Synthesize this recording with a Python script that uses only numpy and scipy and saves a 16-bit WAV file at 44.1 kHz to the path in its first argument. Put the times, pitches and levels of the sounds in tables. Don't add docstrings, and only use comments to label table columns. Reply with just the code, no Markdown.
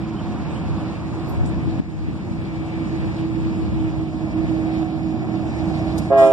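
import sys
import numpy as np
from scipy import signal
from scipy.fft import rfft, irfft
from scipy.io import wavfile
from scipy.ndimage import uniform_filter1d, map_coordinates

SR = 44100
rng = np.random.default_rng(int(sys.argv[2]) if len(sys.argv) > 2 else 0)


def store_pcm(level_fs):
    pcm = np.round(np.clip(level_fs, -1, 1) * 32767).astype(np.int16)
    wavfile.write(sys.argv[1], SR, np.atleast_2d(pcm).T)


def elevation(decibels):
    levels = np.asarray(decibels, float)
    return 10 ** (levels / 20)


N = 278712
T = np.arange(N) / SR


def curve(table):
    s, *columns = np.transpose(table)
    return [np.interp(T, s, c) for c in columns]


def unit(x):
    return x / np.sqrt(np.mean(x ** 2))


def walk(rate):
    k = int(SR / rate)
    held = np.repeat(rng.standard_normal(N // k + 1), k)
    return unit(uniform_filter1d(uniform_filter1d(held, k), k)[:N])


def bump(s, width):
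    return np.exp(-((T - s) / width) ** 2)


def swell(s, lasts):
    return np.sin(np.pi * np.clip((T - s) / lasts, 0, 1))


def coloured(shape, flicker_db, rate, count=4):
    log_hz = np.log(np.fft.rfftfreq(N, 1 / SR) + 1)
    at, db = np.log(np.array(shape)[:, 0]), np.array(shape)[:, 1]
    spectrum = rfft(rng.standard_normal(N)) * elevation(np.interp(log_hz, at, db, -120, -120))
    centres = np.linspace(at[0], at[-1], count)
    total = np.zeros(N)
    for share in np.eye(count):
        band = irfft(spectrum * np.interp(log_hz, centres, share), N)
        total += band * elevation(flicker_db * walk(rate))
    return unit(total)


def tone(hz, blur=0.):
    cycles = np.cumsum(hz + 0 * T) / SR + rng.random()
    return np.sqrt(2) * np.sin(2 * np.pi * cycles + blur * walk(6))


def high_passed(x):
    return signal.sosfilt(signal.butter(1, 500, "highpass", fs=SR, output="sos"), x)


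def aimed(x, lag_ms, pan_db):
    left = map_coordinates(x, [np.arange(N) - lag_ms * SR / 1000], order=3, mode="nearest")
    ports = np.array([left, x])
    return ports + (elevation(np.outer([.5, -.5], pan_db + 0 * T)) - 1) * high_passed(ports)


# f/Hz, level/dB per Hz
SELF_NOISE = [(7000, -18), (10000, -8), (14500, -3)]


def self_noise():
    return elevation(-89.5) * np.array([coloured(SELF_NOISE, flicker_db=1.5, rate=30, count=3) for _ in range(2)])


# t/s after its start, level/dB, from f/Hz, to f/Hz, length/s
BIRD_NOTES = [
    (0, -56, 2400, 2100, .055),
    (.055, -56, 2150, 2200, .05),
    (.14, -53.5, 2900, 3100, .06),
]
# t/s, level/dB
BIRD_CALLS = [
    (.015, 2.5),
    (.4, 2),
    (.765, -5),
]


def bird():
    trill_hz = 130 * walk(450)
    out = np.zeros(N)
    for s, call_db in BIRD_CALLS:
        for after, db, from_hz, to_hz, lasts in BIRD_NOTES:
            glide_hz = np.interp(T - s - after, [0, lasts], [from_hz, to_hz])
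            level = elevation(call_db + db + 3 * walk(91.7))
            out += level * swell(s + after, lasts) * tone(glide_hz + trill_hz)
    return out


# f/Hz, level/dB per Hz
GUST_SPECTRUM = [(20, -22), (40, -3.5), (80, 15), (160, 5.5), (260, -17), (420, -13), (800, -49.5)]
# t/s, peak level/dB, half width/s
GUSTS = [(.3, -42, 0.045), (.5, -35, 0.16), (.7, -25, .05), (1.001, -44, 0.28), (1.4, -25, 0.11),
         (1.65, -27.5, 0.17), (2.0, -24.5, 0.14), (2.5, -38, 0.41), (3.0, -27, 0.065), (3.25, -32, 0.13),
         (3.63, -29, 0.26), (3.8, -32, 0.11), (4.0, -25.5, 0.048), (4.22, -39, 0.082), (4.47, -32.5, 0.1),
         (5.0, -35.5, 0.072), (5.201, -36, .06), (5.53, -36, 0.092), (5.7, -45, 0.063), (5.98, -47, 0.066)]
# t/s, peak level/dB, f/Hz, length/cycles
BUFFETS = [
    (1.677, -11, 190, 1.2),
    (1.8, -6, 220, 1.4),
    (2.087, -5, 200, .9),
    (2.316, -9, 160, 1.2),
]


def wind():
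    breeze_db = -37.5
    strength = elevation(breeze_db) + sum(elevation(db) * bump(s, width) for s, db, width in GUSTS)
    ports = [elevation(db) * coloured(GUST_SPECTRUM, flicker_db=2.5, rate=45, count=3) for db in (.4, -1.2)]
    out = strength * np.array(ports)
    for s, db, hz, cycles in BUFFETS:
        out[0] += elevation(db) * bump(s, cycles / hz / 2) * np.cos(2 * np.pi * hz * (T - s))
    return out


# t/s, level/dB, low f/Hz, high f/Hz, length/s
PUFFS = [(0.488, -74, 7800, 8500, 0.082), (1.289, -59.5, 11440, 13460, 0.0061),
         (1.29, -64.5, 10900, 13800, 0.023), (1.32, -77, 10560, 13860, .04),
         (1.459, -59.5, 6450, 9570, .008), (1.453, -59.5, 3320, 6140, 0.01), (1.462, -68, 7000, 9200, .04),
         (3.158, -65, 2365, 5380, 0.065), (5.978, -47.5, 4090, 13800, 0.016),
         (6.009, -64.5, 4000, 10740, 0.072), (6.173, -50.5, 3280, 12100, 0.026),
         (6.176, -52.5, 5130, 10300, 0.13), (6.174, -69, 10430, 14030, 0.11), (6.18, -57, 2350, 4270, 0.24)]


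def puffs():
    rise, hold, fade = 0.17, 0.68, 0.48
    out, spit = np.zeros((2, N)), elevation(1.4 * walk(200))
    for s, db, low_hz, high_hz, lasts in PUFFS:
        i = int(s * SR)
        t = T[:min(N - i, SR // 2)]
        band = signal.butter(4, [low_hz, high_hz], "bandpass", fs=SR, output="sos")
        slope = signal.butter(1, 1.5 * low_hz, fs=SR, output="sos")
        air = unit(signal.sosfilt(np.vstack([band, slope]), rng.standard_normal((3, SR // 2))))[:, :len(t)]
        shape = np.minimum(t / (rise * lasts), 1) * np.exp(-np.maximum(t / lasts - hold, 0) / fade)
        ports = (1.5 * air[0] + 3.46 * air[1:]) * [[1.3], [.8]]
        out[:, i:i + len(t)] += elevation(db) * shape * ports
    return out * spit


HORN_ON_S = 6.1
IN_STEP_S = 6.1205


def turns(hz):
    phase = 2 * np.pi * np.cumsum(hz) / SR
    return phase - phase[int(IN_STEP_S * SR)]


def bell(hz, db, pressure_db, partials):
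    on = int(HORN_ON_S * SR)
    phase, pressure_db, t = turns(hz)[on:], pressure_db[on:], T[on:]
    bark_db = 7.5 * np.exp(-((t - HORN_ON_S) / 0.026) ** 2)
    slip_s = .035
    slip_rad = 2.2 * (1 - np.exp(-np.maximum(t - IN_STEP_S - slip_s / 4, 0) / slip_s))
    drift_rad = 2.5 * np.abs(t - IN_STEP_S)
    stack = 0
    for k, p_db in enumerate(partials):
        level_db = p_db + 0.3 * k * pressure_db
        if k < 6:
            level_db = level_db + min(k / 2, 1) * bark_db
        level_db = level_db + 2.2 * min(k / 3 + .2, 1) * walk(20)[on:]
        angle = (k + 1) * phase + drift_rad * walk(8)[on:] + slip_rad * rng.uniform(-1, 1)
        tremble = .15 * min(k / 4, 1) * walk(90)[on:]
        stack = stack + elevation(level_db) * np.cos(angle + tremble)
    return np.sqrt(2) * elevation(db) * np.pad(stack, (on, 0))


# delay/ms to left port, delay/ms to right port, level/dB
HORN_ECHOES = [
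    (7.24, 6.1, -16.5),
    (22.73, 33, -22),
    (45.9, 5.9, -13),
]


def slaps(x):
    out = np.zeros((2, N))
    for *delays, db in HORN_ECHOES:
        out += elevation(db) * np.array([np.interp(T - ms / 1000, T, x) for ms in delays])
    return out


# t/s, level/dB re full
PRESSURE = [(6.1, -22), (6.107, -7.5), (6.128, -1.5), (6.15, -2.5), (6.19, 0), (6.24, 1), (6.275, -1),
            (6.32, -4)]
# f/Hz, sag/Hz per s
BELL_PITCH = [
    (273, 16),
    (338.3, 44),
    (409.5, 32),
]
# level/dB, dB per dB of pressure
BELLS = [
    (-26.5, 1.6),
    (-15, 1.0),
    (-20, 1.1),
]
# left port lag/ms, left minus right/dB
BELL_PORTS = [
    (0.19, -2.5),
    (0.044, -0.5),
    (0.1, 1.5),
]
LOW_PARTIALS = [-1, -19.5, -21, 0.5, -8, -38, -9, -30, -33, -24.5, -19, -23, -19.5, -31, -23, -25]
MID_PARTIALS = [-21.5, 2, -19.5, -30.5, -34, -49, -49, -48, -41, -52, -50.5]
TOP_PARTIALS = [-31, -8.5, -14, -13.5, -12.5, -18.5, -29.5, -41, -46]
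# t/s, level/dB, f/Hz
OCTAVE = [(6.1, -23.5, 540), (6.115, -11.5, 553), (6.14, -21, 547), (6.17, -28, 554), (6.2, -37, 547.5),
          (6.225, -18.5, 544), (6.32, -22, 542)]
# f/Hz, level/dB per Hz
RASP = [(500, -22), (900, -1), (1500, -9), (2300, -14), (3600, -22), (5000, -23)]


def horn():
    pressure_db, since = curve(PRESSURE)[0], np.maximum(T - HORN_ON_S, 0)
    pitches = [hz - sag * since for hz, sag in BELL_PITCH]
    stacks = (LOW_PARTIALS, MID_PARTIALS, TOP_PARTIALS)
    low, mid, top = (bell(hz, db + follows * pressure_db, pressure_db, partials)
                     for hz, (db, follows), partials in zip(pitches, BELLS, stacks))
    root = bell(pitches[2], BELLS[2][0] + 0.39 * pressure_db, pressure_db, [2.5])
    octave_db, octave_hz = curve(OCTAVE)
    low = low + elevation(octave_db) * np.sqrt(2) * np.cos(turns(octave_hz))
    mid = mid + elevation(pressure_db - 39.5) * coloured(RASP, flicker_db=2.5, rate=60)
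    rattle = .05 + .25 * np.exp(-since / .025)
    valve = (1 + rattle * walk(540)) * np.clip(since / .006, 0, 1)
    out = slaps(valve * (low + mid + top)) + aimed(valve * root, 0.39, 5)
    for x, (lag_ms, pan_db) in zip((low, mid, top), BELL_PORTS):
        out += aimed(valve * x, lag_ms, pan_db)
    return out


# t/s, level/dB, length/s
WHINES = [(0, -51, 0.49), (1.02, -52.5, 0.51), (2.55, -62, 0.3), (3.4, -54, 0.36), (3.84, -52, 0.43),
          (4.55, -43, .45), (4.95, -42, 0.6), (5.5, -45.5, 0.64)]
WHINE_PARTIALS = [
    -1.4,
    -3,
    -14,
]
# t/s, level/dB, f/Hz, length/s
SINGS = [(2.3, -57, 2286, .7), (3.45, -60, 2293, .25), (4.15, -59, 1823, .3), (4.2, -49, 2292, .18),
         (4.6, -50.5, 765.4, 1.5), (5.6, -57, 2293, 0.29), (5.5, -45, 766, .55), (5.6, -44, 651, .5),
         (5.45, -45, 622, .4), (4.7, -49, 845, .25), (5.5, -50, 845, .3), (5.2, -35, 190, .95),
         (4.35, -47, 625, .4)]


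def gears():
    load = elevation(-53.5) + sum(elevation(db) * swell(s, lasts) for s, db, lasts in WHINES)
    mesh_hz = 728.7
    stack = sum(elevation(p_db + 2.5 * walk(9)) * tone(mesh_hz * (k + 1) / 2, blur=1.6)
                for k, p_db in enumerate(WHINE_PARTIALS))
    passing = sum(elevation(db + 2.9 * walk(5.6)) * swell(s, lasts) * tone(hz, blur=2.8)
                  for s, db, hz, lasts in SINGS)
    return load * stack + passing


# f/Hz, level/dB per Hz
HISS = [(1300, -22.5), (1700, 3), (2050, 1.5), (2320, 5), (2550, -1.5), (3200, -5.5), (4200, -4.5),
        (5300, -10.5), (6300, -13.5), (7400, -14.5), (8500, -16.5), (10300, -26.5), (11500, -29),
        (14000, -40)]


def fans(hiss_db):
    return elevation(hiss_db + 6.5) * coloured(HISS, flicker_db=2.5, rate=38, count=7)


# f/Hz, level/dB per Hz
ROAR = [(250, -13.5), (380, 0), (480, -2), (720, -3), (1000, -5.5), (1400, -11.5), (1900, -19), (2800, -21)]
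# f/Hz, level/dB per Hz
RING = [(520, -29.5), (600, 1.5), (680, 1), (770, -3.5), (860, -10.5), (1000, -39.5)]


def wheels(roar_db):
    far_db, near_db = -22, -1
    ring_db = far_db + (near_db - far_db) / (1 + np.exp((3.7 - T) / 0.19))
    ring = elevation(ring_db) * coloured(RING, flicker_db=0.5, rate=11.0, count=3)
    return elevation(roar_db - 1.5) * (coloured(ROAR, flicker_db=1.0, rate=13) + ring)


# f/Hz, level/dB per Hz
THROB = [(25, -38.5), (45, -9.5), (65, -1), (130, -3.5), (210, 1), (260, -7), (330, -3.5), (400, -23),
         (520, -27.5)]


def exhaust_gas(throb_db):
    return elevation(throb_db + 4.5) * coloured(THROB, flicker_db=1.75, rate=11.0)


def rolling(throb_db, roar_db, hiss_db):
    return exhaust_gas(throb_db) + wheels(roar_db) + fans(hiss_db)


# order of the two-turn engine cycle, level/dB
EXHAUST = [(6, -17.5), (8, -8.5), (9, 1), (11, -17), (12, 2), (13, 1.5), (15, -0.5), (16, 5.5), (20, 5.5),
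           (22, -1.5), (24, 1), (25, -3), (26, -8.5), (27, -4.5), (30, -8), (34, -4.5), (40, -3)]
# t/s, depth/dB, half width/s
BEATS = [(.23, 6, 0.053), (.44, 9, 0.056), (0.989, 21, 0.066), (1.12, 12, 0.022), (1.28, 13, 0.012),
         (1.55, 7, 0.025), (1.65, 17, 0.013), (1.84, 7, 0.034), (2.238, 14, 0.039), (2.45, 7, 0.038),
         (2.59, 5, .02), (2.72, 5, 0.019), (2.89, 7, 0.03), (3.03, 3.5, 0.049), (3.55, 5.5, 0.029),
         (3.14, 9, 0.045), (3.33, 7, 0.031), (3.7, 19, 0.045), (3.922, 11, 0.034), (4.119, 9.5, 0.021),
         (4.31, 28.5, 0.027), (4.47, 16, 0.015), (4.72, 1, .02), (4.8, 1, 0.017), (4.89, 6, 0.027),
         (5.0, 4, .02), (5.239, 8.5, 0.057), (5.4, 4, 0.019), (5.51, 14, 0.04), (5.63, 8, 0.0068),
         (5.78, 2, 0.047), (6.02, 5.5, 0.043), (6.14, 7, 0.017)]


def engines(hum_hz, hum_db, throb_db):
    cycle_hz = uniform_filter1d(hum_hz, SR) / 42
    lines = sum(elevation(db + 2.2 * walk(5)) * tone(order * cycle_hz, blur=0.8) for order, db in EXHAUST)
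    beat_db = .8 * walk(20) - sum(db * bump(s, width) for s, db, width in BEATS)
    hum = elevation(hum_db + beat_db) * tone(hum_hz, blur=0.35)
    return elevation(throb_db + 5.0) * unit(lines) + hum


# t/s, stack hum f/Hz, train loudness level/dB, hum level/dB
TRAIN = [(0, 326.2, -1.5, -29.5), (.5, 326.8, 0.5, -38), (.8, 320.6, 0.5, -30.5), (1.1, 324.7, -0.5, -28.5),
         (1.35, 325, 0.5, -34), (1.75, 323.7, -0.5, -28.5), (2, 320.8, 0.5, -34.5), (2.35, 323.9, 0, -27.5),
         (3.1, 324.8, 1, -24), (3.6, 323.5, 0, -21.5), (3.9, 319, -1, -21), (4.1, 318, -2.5, -27.5),
         (4.33, 319.2, -0.5, -19.5), (4.7, 320.2, 0.5, -21), (5.15, 319.7, -0.5, -21.5), (5.7, 320, 2, -24),
         (6, 322.7, 2, -25), (6.3, 326.6, -4.5, -25.5)]
# t/s, left port lag/ms, left minus right/dB, echoed share (0-1)
AIM = [(0, 0.045, -0.5, 0.6), (1, 0.064, -0.5, 0.81), (2, 0.27, 8, 1), (3, 0.32, 6, 0.87),
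       (3.8, 0.2, 1.5, 0.92), (4.5, 0.21, 0.7, 0.77), (5.5, 0.17, -1, 0.69), (6.05, 0.18, 0.5, 0.54),
       (6.15, 0.074, -3.5, 1)]


def scene():
    hum_hz, loud_db, hum_db = curve(TRAIN)
    throb_db = -30 + 0.8 * loud_db + 0.41 * T
    roar_db = -36.5 + 1.34 * loud_db - 0.21 * T
    hiss_db = -53 + 1.27 * loud_db + 0.29 * T
    lag_ms, pan_db, echoed = curve(AIM)
    echoed = np.clip(echoed, 0, 1)
    noise = rolling(throb_db, roar_db, hiss_db)
    reflected = np.array([rolling(throb_db, roar_db, hiss_db) for _ in range(2)])
    echoes = np.sqrt(echoed) * high_passed(reflected)
    direct = bird() + gears() + engines(hum_hz, hum_db, throb_db)
    direct += noise - (1 - np.sqrt(1 - echoed)) * high_passed(noise)
    ports = aimed(direct, lag_ms, pan_db) + echoes + horn()
    return ports * elevation(np.array([[-.6], [.6]])) + puffs() + wind() + self_noise()


# t/s, dip/dB, recovery/s
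DUCKS = [
    (1.804, 8, 0.52),
    (3.26, 2.5, 0.094),
    (4.04, 2, 0.22),
    (4.833, 2.5, 1),
    (6.109, 3.5, 1),
]


def ducked(x):
    dip_db = sum(db * (T > s) * np.exp(-np.maximum(T - s, 0) / back) for s, db, back in DUCKS)
    ceiling = 1.3
    return ceiling * np.tanh(x * elevation(-uniform_filter1d(dip_db, 128)) / ceiling)


def widened(x):
    lag = 21
    dull = signal.sosfiltfilt(signal.butter(2, 6800, fs=SR, output="sos"), x[::-1])
    late = np.pad(dull, ((0, 0), (lag, 0)), mode="reflect")[:, :N]
    return x - 0.63 * late


# f/Hz, level/dB, rise/dB per dB of loudness
DROP = [(1300, -30, .3), (1800, -20, .3), (1950, -15, .7), (2150, -12.5, .6), (2450, -20, .3),
        (3150, -11.5, .3), (4200, -14, .4), (5250, -11, .2), (6300, -4, .1), (6700, -4.5, .1),
        (7400, -7, .1), (14000, -8, .1)]
# f/Hz, share
SPARSE = [
    (3000, 0),
    (6500, .15),
    (8500, .5),
    (10500, .9),
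    (14000, 1.1),
]
# f/Hz, share
STARVED = [
    (7500, 0),
    (9000, .05),
    (10500, .13),
    (14000, .1),
]


def thrifty(x):
    hop, lead = 1024, 764
    pair = np.pad([x[0] + x[1], x[0] - x[1]], ((0, 0), (lead, 0))) / 2
    hz, s, frames = signal.stft(pair, SR, "cosine", 2 * hop, hop)
    edges = np.r_[0:256:8, 256:hop:12]
    widths = np.diff(np.r_[edges, hop + 1])
    power = np.add.reduceat(abs(frames) ** 2, edges, axis=1) + 1e-18
    loud_db = 10 * np.log10(power.sum(axis=(0, 1)))
    at, *columns = np.transpose(DROP)
    base_db, rise = (np.interp(np.log(hz[edges] + 80), np.log(at), c)[:, None] for c in columns)
    excess_db = loud_db - np.median(loud_db) + 1.2 * (s - s.mean())
    limit_db = base_db + rise * excess_db + 1.5 * np.interp(s, T, walk(3.7))
    limit_db = limit_db + 1.5 * rng.standard_normal(power.shape)
    keep = np.repeat(power > power[::-1] * elevation(2 * limit_db), widths, axis=1)
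    mean = np.repeat(power / widths[:, None], widths, axis=1)
    keep &= abs(frames) ** 2 > mean * np.interp(hz, *np.transpose(SPARSE))[:, None]
    luck = np.repeat(rng.random((len(edges), len(s) // 2 + 1)), 2, axis=1)[:, :len(s)]
    starved = np.interp(hz[edges], *np.transpose(STARVED))[:, None]
    keep &= np.repeat(luck >= starved, widths, axis=0)
    both, apart = signal.istft(frames * keep, SR, "cosine", 2 * hop, hop)[1][:, lead:lead + N]
    return np.array([both + apart, both - apart])


def top_cut(x):
    return signal.sosfilt(signal.butter(12, 14290, fs=SR, output="sos"), x)


def record(dry):
    mix = thrifty(widened(ducked(dry)))
    return top_cut(mix)


dry = scene()
out = record(dry)
store_pcm(out)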